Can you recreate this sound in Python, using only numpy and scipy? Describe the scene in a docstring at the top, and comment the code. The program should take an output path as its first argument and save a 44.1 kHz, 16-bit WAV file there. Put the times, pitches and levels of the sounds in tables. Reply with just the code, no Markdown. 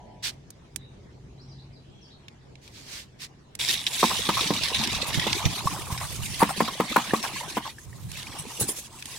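"""A quiet yard: low rumble, a wavering hum, a brief burner, far sparrows, and ticks and drags on concrete among them.
A hot flask is dunked in a tub: steam sizzles and spits, vapour pockets collapse with a thump that rings
the tub, and the water churns and gurgles. Hiss, roar and scuffs are shaped patchy noise; bubbles and crackle
are swarms of damped sines; hum and chirps are gliding sines; thumps are a falling push plus tub modes.
"""
import sys
import numpy as np
from scipy import signal
from scipy.fft import rfft, irfft, next_fast_len
from scipy.io import wavfile
from scipy.ndimage import uniform_filter1d, map_coordinates

SR = 44100
rng = np.random.default_rng(int(sys.argv[2]) if len(sys.argv) > 2 else 0)


def dump_mix(stems):
    """Bounce the given channels to the path in sys.argv[1] as a 16-bit WAV at rate SR."""
    frames = np.atleast_2d(stems).T  # one column per channel
    limited = np.clip(frames, -1, 1)  # hard clip at full scale
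    pcm = np.round(limited * 32767).astype(np.int16)
    wavfile.write(sys.argv[1], SR, pcm)


N = 404838
T = np.arange(N) / SR

# All levels are settings ahead of each layer's own flutter, shaping and mix.
# Yard rumble over time: t/s, level/dB
RUMBLE_LEVEL = [(0, -50.5), (.6, -52), (1.3, -49), (2.3, -54), (3.5, -54)]
# Rumble colour: f/Hz, density/dB
RUMBLE_COLOUR = [(20, -29), (55, -7), (90, -9), (124, -6), (134, -5.5), (146, -10), (400, -19), (700, -47),
                 (1300, -120)]
# Thin roar colour: f/Hz, density/dB
ROAR_COLOUR = [(300, -13.5), (500, -13.5), (1660, -23), (6000, -31.5), (9000, -40.5), (15500, -61)]
# Burner noise colour: f/Hz, density/dB
BURNER_COLOUR = [(450, -9), (650, 6), (980, -1), (1150, -53)]
# Whistling modes of the burner: f/Hz, level/dB
BURNER_WHISTLES = [(635.2, -68), (721.4, -63), (855.9, -59), (979.8, -63)]
# Far motor hum over time: t/s, level/dB
HUM_LEVEL = [(0, -77), (.38, -46), (.6, -66), (.82, -45.5), (1.0, -60), (1.55, -43.5), (2.1, -56.5)]
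HUM_HZ = 133.8
# Sparrow calls: t/s, length/s, from f/Hz, to f/Hz, level/dB
CHIRPS = [(0.768, 0.1, 3820, 3760, -54.5), (1.376, 0.059, 3620, 5900, -53), (1.481, 0.061, 5820, 3880, -52),
          (1.578, 0.028, 3440, 4680, -49.5), (1.726, 0.055, 5280, 3600, -54),
          (1.86, 0.27, 3336, 3280, -59.5), (2.011, 0.054, 5920, 4180, -50.5),
          (2.099, 0.035, 3280, 4510, -49.5)]
HOARSE_HZ, BROKEN_DB = 110, 4  # scatter of pitch and of level within a call

# Drags on concrete: t/s, length/s, level/dB, lateness of the peak (under 1 is early)
SCUFFS = [(0.223, 0.098, -28, 0.73), (2.607, 0.13, -53, 0.75), (2.697, 0.17, -47.5, 1.07),
          (2.805, 0.26, -38.5, 1.25), (3.18, 0.1, -38, 1.15)]
# Grit colour: f/Hz, density/dB
GRIT_COLOUR = [(410, -18), (700, -19.5), (1500, -7.5), (2800, -4.5), (5000, -3), (8120, -10.5),
               (15800, -24.5)]
SCUFF_PEAKED, SETTLE_AT = 1.56, 0.94  # power of the half-sine swell; share of a drag after which grit settles

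# Dry ticks: t/s, level/dB, treble against body/dB, left over right/dB
TICKS = [(0.504, -42.5, 18, -3), (0.7601, -28.5, 9, -24.5), (2.2823, -24, -16, -2), (2.554, -31, -29, -5),
         (2.677, -31.5, -10, 8), (3.5514, -25.5, 5.5, -8), (4.873, -9.5, -8, -6), (5.329, -2.5, -28, -1),
         (7.676, -23, -24, 5), (8.116, -23, 3, -5), (8.2297, -22, -8, -4), (9.024, -17.5, -8.5, 3),
         (9.056, -22.5, 3, -2)]

# Stirring of the water: t/s, boil level/dB, gurgle level/dB
CHURN = [(3.59, -44, -52), (3.95, -64, -49), (4.1, -48, -43.5), (4.45, -41, -40), (5.45, -40, -38),
         (5.8, -42.5, -42.5), (6.2, -35.5, -49), (6.5, -48.5, -48.5), (6.9, -54, -39.5), (7.6, -51, -47.5),
         (7.8, -55.5, -66), (8.0, -37, -60), (8.4, -50.5, -44), (8.8, -69, -58.5), (9.17, -58, -54)]
# Low boil colour: f/Hz, density/dB
BOIL_COLOUR = [(30, -26), (60, -7.5), (100, -4), (170, -9), (350, -46)]
# Colour of the flask's mouth: f/Hz, density/dB
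MOUTH_COLOUR = [(300, -33), (700, -3.5), (1050, -0.5), (1400, -7.5), (2200, -12), (5000, -28.5)]
# Bursts of bubbles in the flask's mouth: t/s, level/dB
GULPS = [(4.1, -11), (4.368, -6), (5.862, -23), (5.9, -18), (6.002, -18), (6.03, -24), (6.402, -4),
         (6.417, -5), (6.487, -10), (6.676, -14), (6.973, -15), (7.235, -10), (7.65, -17)]
# Big slow bubbles: t/s, level/dB
GLUGS = [(4.964, -28), (5.084, -24), (5.175, -19), (5.457, -24), (5.656, -17.5), (5.923, -23.5)]
# Single large bubbles: t/s, level/dB, f/Hz
DRIPS = [(4.794, -24.5, 214), (5.672, -7.5, 1068), (5.712, -26, 1010), (6.927, -22, 1210),
         (7.108, -18, 1700), (7.36, -25, 1013), (7.408, -26, 910), (7.784, -31, 1660), (7.929, -36.5, 1820),
         (8.156, -26, 2450), (8.269, -26, 2350), (9.024, -27, 2370)]
SLOSH_DB = -2  # sloshing over the gurgle; both follow the stirring

# Collapsing vapour pockets: t/s, push level/dB, burst in the flask's mouth level/dB
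THUMPS = [(4.028, -4.5, -10.5), (4.288, -12, -12), (4.503, -8.5, -19.5), (5.265, -12.5, -19),
          (6.425, -2.5, -15.5), (6.603, -5.5, -9.5), (6.798, -5.5, -12), (6.96, -8, -7), (7.133, -5, -12),
          (7.567, -14.5, -12), (8.608, -20.5, -29.5)]
# Ringing modes of the tub: f/Hz, t60/s
TUB_MODES = [(190, 0.11), (220, 0.15), (310, 0.096), (465, 0.059)]
RING_DB, RING_GROWS = -15.5, 0.8  # ring for a 0 dB push; dB of ring per dB of push

# Steam over time: t/s, sizzle level/dB, spray level/dB
STEAM_LEVELS = [(3.59, -38, -41), (3.597, -24, -32), (3.74, -25.5, -31.5), (3.78, -31.5, -42),
                (3.92, -38, -38.5), (3.96, -26, -30.5), (4.44, -29, -37.5), (5.015, -27, -40.5),
                (5.045, -34, -43), (5.09, -30, -42), (5.5, -30, -38.5), (5.8, -42.5, -41),
                (6.35, -35.5, -39), (6.55, -33, -42.5), (7.4, -35, -41), (7.7, -41.5, -52), (7.8, -64, -54),
                (8.08, -52, -52.5), (8.14, -37, -44.5), (8.26, -38, -44.5), (8.33, -43.5, -50),
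                (8.78, -44.5, -38.5), (8.88, -53, -54.5), (9.17, -41, -42.5)]
# Sizzle colour: f/Hz, density/dB
SIZZLE_COLOUR = [(800, -48), (1500, -9.5), (2300, -5.5), (3800, -6), (5700, -10.5), (9000, -23),
                 (15000, -60)]
# Fine spray colour: f/Hz, density/dB
SPRAY_COLOUR = [(2400, -11), (4000, -7), (6400, -1.5), (9600, -2), (15800, -15.5)]
# Resonances of the flask's wall: f/Hz, width/Hz, level/dB
WALL_MODES = [(2130, 930, -4.5), (3390, 107, 4.5), (3750, 250, 4.5), (5680, 540, 3.5)]
# Steam spurts: t/s, level/dB
SPURTS = [(3.866, -16.5), (4.106, -26), (4.289, -23), (4.404, -27), (4.536, -21.5), (4.562, -28),
          (4.634, -17.5), (4.684, -23), (4.745, -15.5), (4.784, -29), (4.837, -21.5), (4.948, -22.5),
          (5.142, -21), (5.196, -20), (5.269, -20), (5.453, -19), (5.976, -24.5), (7.2274, -21)]
SPURT_T60_S, SPURT_SPRAY_DB, CRACK_DB = 0.053, -14, -6.5  # spray and crack against the spurt
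# Thrown water: t/s, level/dB
SPLASHES = [(5.058, -13.5), (6.386, -9.5), (6.48, -16.5), (6.562, -14.5), (7.222, -21), (8.375, -18.5),
            (8.593, -1), (8.673, -7)]
# Thrown water colour: f/Hz, density/dB
DROPLET_COLOUR = [(2000, -12), (5000, -5.5), (9000, 2.5), (15800, -11.5)]
SPLASH_T60_S, SPLASH_BODY_DB, SPLASH_SLOSH_DB = 0.1, -22, -18.5  # sizzle and slosh against the splash

# Default stereo image of noise: f/Hz, left-right likeness (1 is mono)
ALIKE = [(950, 0.32), (3800, 0.086)]
DIP_HZ, DIP_WIDTH_HZ, DIP_DB = 1364, 244, -3.5  # a hollow in the microphone's colour
TOP_HZ = 15900


def amp(db):
    """Turn dB into gain."""
    return 10 ** (np.asarray(db) / 20)


def unit(x):
    """Scale to an rms of 1."""
    return x / np.sqrt(np.mean(x ** 2) + 1e-20)


def along(points, hz):
    """Read (f/Hz, value) points on a log frequency axis."""
    f, v = np.transpose(points)
    return np.interp(np.log(hz + 1), np.log(f + 1), v)


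def gains(rows):
    """Draw one gain curve per dB column, all but silent before the first row."""
    s, *columns = np.transpose(rows)
    return [amp(np.interp(T, s, column, -150)) for column in columns]


def decays(events, attack, soft=1):
    """Rise at each (t/s, level/dB, t60/s) event and die away; soft bends the start."""
    out, t = np.zeros(N + SR), np.arange(SR // 3) / SR
    for s, db, t60 in events:
        fall = amp(db - 60 * t / max(t60, .01))
        out[round(s * SR):][:len(t)] += fall * (1 - np.exp(-t / attack)) ** soft
    return out[:N]


def wobble(rate):
    """Draw a smooth random curve with rate knots a second."""
    return map_coordinates(rng.standard_normal(int(N * rate / SR) + 4), [T * rate])


def tone(hz):
    """A sine that follows a pitch curve."""
    return np.sin(2 * np.pi * np.cumsum(hz) / SR)


def filtered(x, response):
    """Multiply the spectrum of x by a response of frequency."""
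    m = next_fast_len(N + 8192)
    return irfft(rfft(x, m) * response(np.fft.rfftfreq(m, 1 / SR)), m)[..., :N]


def rush(spectrum, patchy_db, spiky_db=0., alike=ALIKE):
    """Stereo noise of rms 1 with time-frequency patches of random gain and millisecond spikes."""
    z = signal.stft(rng.standard_normal((2, N)), nperseg=512)[2]
    field = rng.standard_normal(z.shape[1:])
    patches = unit(uniform_filter1d(uniform_filter1d(field, 6, 0), 8, 1))
    pair = signal.istft(z * amp(patchy_db * patches), nperseg=512)[1][:, :N]
    pair = pair * amp(spiky_db * wobble(400))

    def colour_and_width(hz):
        turn = np.arccos(np.clip(along(alike, hz), -1, 1)) / 2
        return amp(along(spectrum, hz)) * [np.cos(turn), np.sin(turn)]

    mid, side = filtered(pair, colour_and_width)
    return unit(np.array([mid + side, mid - side]))


def pings(s, hz, cycles, size, pan_db, rise, length):
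    """Damped sines, placed in stereo; a positive rise lifts the pitch as they die."""
    t = np.arange(length) / SR
    u = hz[:, None] * t / cycles  # time in units of the decay
    envelope = np.exp(-u) * (1 - np.exp(-6 * u))
    wave = size[:, None] * np.sin(2 * np.pi * cycles * u * (1 + rise * u)) * envelope
    at = (np.round(s * SR).astype(int)[:, None] + np.arange(length)).ravel()
    placed = [(wave * amp(side * pan_db / 2)[:, None]).ravel() for side in (1, -1)]
    return np.array([np.bincount(at, channel, N + length)[:N] for channel in placed])


def swarm(count, hz, spread, cycles, scatter_db, wide_db, rise, length):
    """Scatter pings at random moments, sizes, pitches and places, rms 1."""
    d = rng.standard_normal((count, 3))
    pitch = hz * np.exp(spread * d[:, 0])
    size = amp(scatter_db * np.clip(d[:, 2], -2, 2))
    pan_db = wide_db * np.tanh(d[:, 1])
    return unit(pings(rng.random(count) * T[-1], pitch, cycles, size, pan_db, rise, length))


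def rumble():
    """Low, nearly mono noise that swells gently, under a thin wide roar."""
    low = rush(RUMBLE_COLOUR, patchy_db=-1.0, alike=[(50, 0.97), (200, 1.0)])
    roar = rush(ROAR_COLOUR, patchy_db=3.0, alike=[(500, 0.034)])
    return gains(RUMBLE_LEVEL)[0] * amp(0.35 * wobble(21)) * low + amp(-57.0) * roar


def burner():
    """A burner at the very start: fading turbulent noise with unsteady whistling modes."""
    noise = rush(BURNER_COLOUR, patchy_db=2.5, alike=[(500, 0.31)])
    fade = gains([(0, -52.5), (.2, -57.5), (.4, -73)])[0]
    whistles = sum(amp(db + 2.3 * wobble(20)) * tone(hz + 6 * wobble(25)) for hz, db in BURNER_WHISTLES)
    whistle_fade = gains([(0, 5.5), (.22, -1), (.36, -22)])[0] * (T < .36)
    return fade * noise + whistle_fade * whistles


def hum():
    """A far motor: one sine of drifting pitch and wavering level."""
    return gains(HUM_LEVEL)[0] * tone(HUM_HZ + 3 * wobble(4.3))


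def sparrows():
    """Far chirps: hoarse gliding sines smeared by a tail of decaying noise."""
    birds = np.zeros((2, N))
    for s, length, from_hz, to_hz, db in CHIRPS:
        u = np.clip((T - s) / length, 0, 1)
        pitch = from_hz + (to_hz - from_hz) * u + HOARSE_HZ * wobble(150)
        level = amp(db + BROKEN_DB * np.tanh(wobble(180))) * np.sqrt(np.abs(np.sin(np.pi * u)))
        call = level * tone(pitch)
        echoes = rng.standard_normal((2, 6000)) * amp(-60 * T[:6000] / 0.38)  # walls smear each call
        echoes = echoes / np.linalg.norm(echoes[0])
        birds += 0.35 * call + signal.oaconvolve(call[None], echoes, axes=1)[:, :N]
    return birds


def scuffs():
    """Something drags over gritty concrete: noise, each drag one swell."""
    level = 0
    for s, length, db, late in SCUFFS:
        u = np.clip((T - s) / length, 0, 1)
        level = level + amp(db) * np.sin(np.pi * u ** late) ** SCUFF_PEAKED
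    # loose grit settles
    level += decays([(s + SETTLE_AT * length, db - 18, .12) for s, length, db, _ in SCUFFS], attack=0.01)
    return level * rush(GRIT_COLOUR, patchy_db=1.5, spiky_db=1.0) * amp([[-1.2], [1.2]])


def spits():
    """Dry broadband ticks of grit, cooling metal and single droplets: short noise with a faint tail."""
    ticks = 0
    dull, bright = rush(SIZZLE_COLOUR, patchy_db=1.5), rush(SPRAY_COLOUR, patchy_db=1.0)
    for s, db, treble_db, pan_db in TICKS:
        shape = decays([(s, db, .012), (s, db - 33, .06)], attack=0.0025)
        ticks = ticks + shape * (dull + amp(treble_db) * bright) * amp([[pan_db / 2], [-pan_db / 2]])
    return ticks


def water():
    """Bubbles ring as damped sines over a low boil; thumps and gulps excite the flask's mouth."""
    boil, gurgle = gains(CHURN)
    splashed = decays([(s, db + SPLASH_SLOSH_DB, .15) for s, db in SPLASHES], attack=0.023)
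    slosh = amp(SLOSH_DB) * gurgle + splashed
    boil = boil + decays([(s, db, .09) for s, db in GLUGS], attack=0.00079)

    boil_noise = rush(BOIL_COLOUR, patchy_db=-2.5, alike=[(60, 0.13), (150, 0.24)])
    low = unit(amp(2.1 * wobble(22)) * boil_noise) * amp([[-2.5], [2.5]])  # lumpy
    mid = swarm(count=1500, hz=289.7, spread=0.45, cycles=1.83, scatter_db=7.5, wide_db=9.5,
                rise=0.056, length=2000)
    high = swarm(count=2500, hz=993, spread=0.26, cycles=3.05, scatter_db=-0.5, wide_db=7.5,
                 rise=0.048, length=900)
    froth = swarm(count=1100, hz=1040, spread=0.1313, cycles=6.4, scatter_db=3.5, wide_db=3.5,
                  rise=0.023, length=1500)
    mouth = rush(MOUTH_COLOUR, patchy_db=1.0, spiky_db=3.0, alike=[(1000, 0.43)])
    gurgling = unit(amp(3.0 * wobble(25)) * (high + 0.97 * froth + 0.62 * mouth))

    s, db, hz = np.transpose(DRIPS)
    drips = pings(s, hz, cycles=6.0, size=amp(db), pan_db=0 * s, rise=0.018, length=5000)
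    bursts = decays([(s, db, .08) for s, db in GULPS], attack=0.02)
    bursts += decays([(s, db, .07) for s, _, db in THUMPS], attack=0.0032)
    return boil * low + slosh * mid + gurgle * gurgling + bursts * (0.63 * mouth + 0.56 * froth) + drips


def thumps():
    """A vapour pocket implodes: suction, a hard push, then the tub rings out raggedly."""
    out, t = np.zeros((2, N + SR)), np.arange(SR // 6) / SR
    for s, db, _ in THUMPS:
        scatter = np.tanh(rng.standard_normal((len(TUB_MODES), 2)))
        falling = -np.sin(2 * np.pi * (520 * t - 9000 * t * t))
        push = falling * (t / 0.0022) * np.exp(1 - t / 0.0012)
        ring = 0
        for (hz, t60), (louder, sharper) in zip(TUB_MODES, scatter):
            mode = np.sin(2 * np.pi * hz * (1 + 0.087 * sharper) * t)
            ring = ring + amp(2 * louder - 60 * t / t60) * mode
        shared = 5.8 * np.tanh(wobble(181)[:len(t)])
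        per_side = 4.0 * np.tanh([wobble(174)[:len(t)], wobble(148)[:len(t)]])
        ring = ring * amp(shared + per_side) * (1 - np.exp(-t / 0.00088))
        start = round((s + .002) * SR)
        out[:, start:][:, :len(t)] += amp(db) * push + amp(RING_DB + RING_GROWS * db) * ring
    # the thumps carry no deep bass
    return filtered(out[:, :N], lambda f: (1j * f / (90 + 1j * f)) ** 2)


def flask_wall(f):
    """Resonances of the flask's wall, summed with alternating sign."""
    total = 0
    for k, (centre, width, db) in enumerate(WALL_MODES):
        mode = 1j * f * width / (centre * centre - f * f + 1j * f * width)
        total = total + (-1) ** k * amp(db) * mode
    return total


def steam():
    """Water flashes on hot metal: hiss, tiny collapsing bubbles that ring the flask's wall, fine spray above."""
    sizzle, spray = gains(STEAM_LEVELS)
    flutter = amp(3.6 * np.tanh(wobble(30)) + 2.14 * np.tanh(wobble(110)))
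    spurts = decays([(s, db, SPURT_T60_S) for s, db in SPURTS], attack=0.0015, soft=0.98)
    # each spurt opens with a crack
    cracks = decays([(s, db + CRACK_DB, .012) for s, db in SPURTS], attack=0.00016)
    splashes = decays([(s, db, SPLASH_T60_S) for s, db in SPLASHES], attack=0.015, soft=2.53)
    sizzle = flutter * sizzle + spurts + cracks + amp(SPLASH_BODY_DB) * splashes
    spray = flutter * spray + amp(SPURT_SPRAY_DB) * spurts

    heat = np.interp(T, [3.8, 4.6, 6.0], [1.8, .9, .3])  # the cooling flask crackles less
    crackle = swarm(count=5000, hz=3610, spread=0.19, cycles=0.91, scatter_db=4.0, wide_db=17.5,
                    rise=0, length=120)
    fizz = swarm(count=2200, hz=3200, spread=0.3, cycles=13.8, scatter_db=3.5, wide_db=12.5,
                 rise=0.0083, length=900)
    hiss = rush(SIZZLE_COLOUR, patchy_db=4.5, spiky_db=0.5)
    body = 1.085 * hiss + heat * unit(filtered(crackle, flask_wall)) + 0.69 * fizz
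    body = body / np.sqrt(3.8 + heat ** 2)  # evens the level as the heat falls
    fine = rush(SPRAY_COLOUR, patchy_db=3.0, spiky_db=1.0)
    droplets = rush(DROPLET_COLOUR, patchy_db=6.5, spiky_db=1.5)
    return (sizzle * body + spray * fine + splashes * droplets) * amp([[-.8], [.8]])


def scene():
    """Mix the yard, the sounds on concrete and the tub."""
    yard = rumble() + burner() + hum() + sparrows()
    return yard + scuffs() + spits() + water() + thumps() + steam()


def record(dry):
    """The microphone has a hollow in the low treble and keeps nothing above its band limit."""
    def response(hz):
        hollow = amp(DIP_DB * np.exp(-((hz - DIP_HZ) / DIP_WIDTH_HZ) ** 2))
        return hollow * (hz < TOP_HZ)

    return filtered(dry, response)


dry = scene()
out = record(dry)
dump_mix(out)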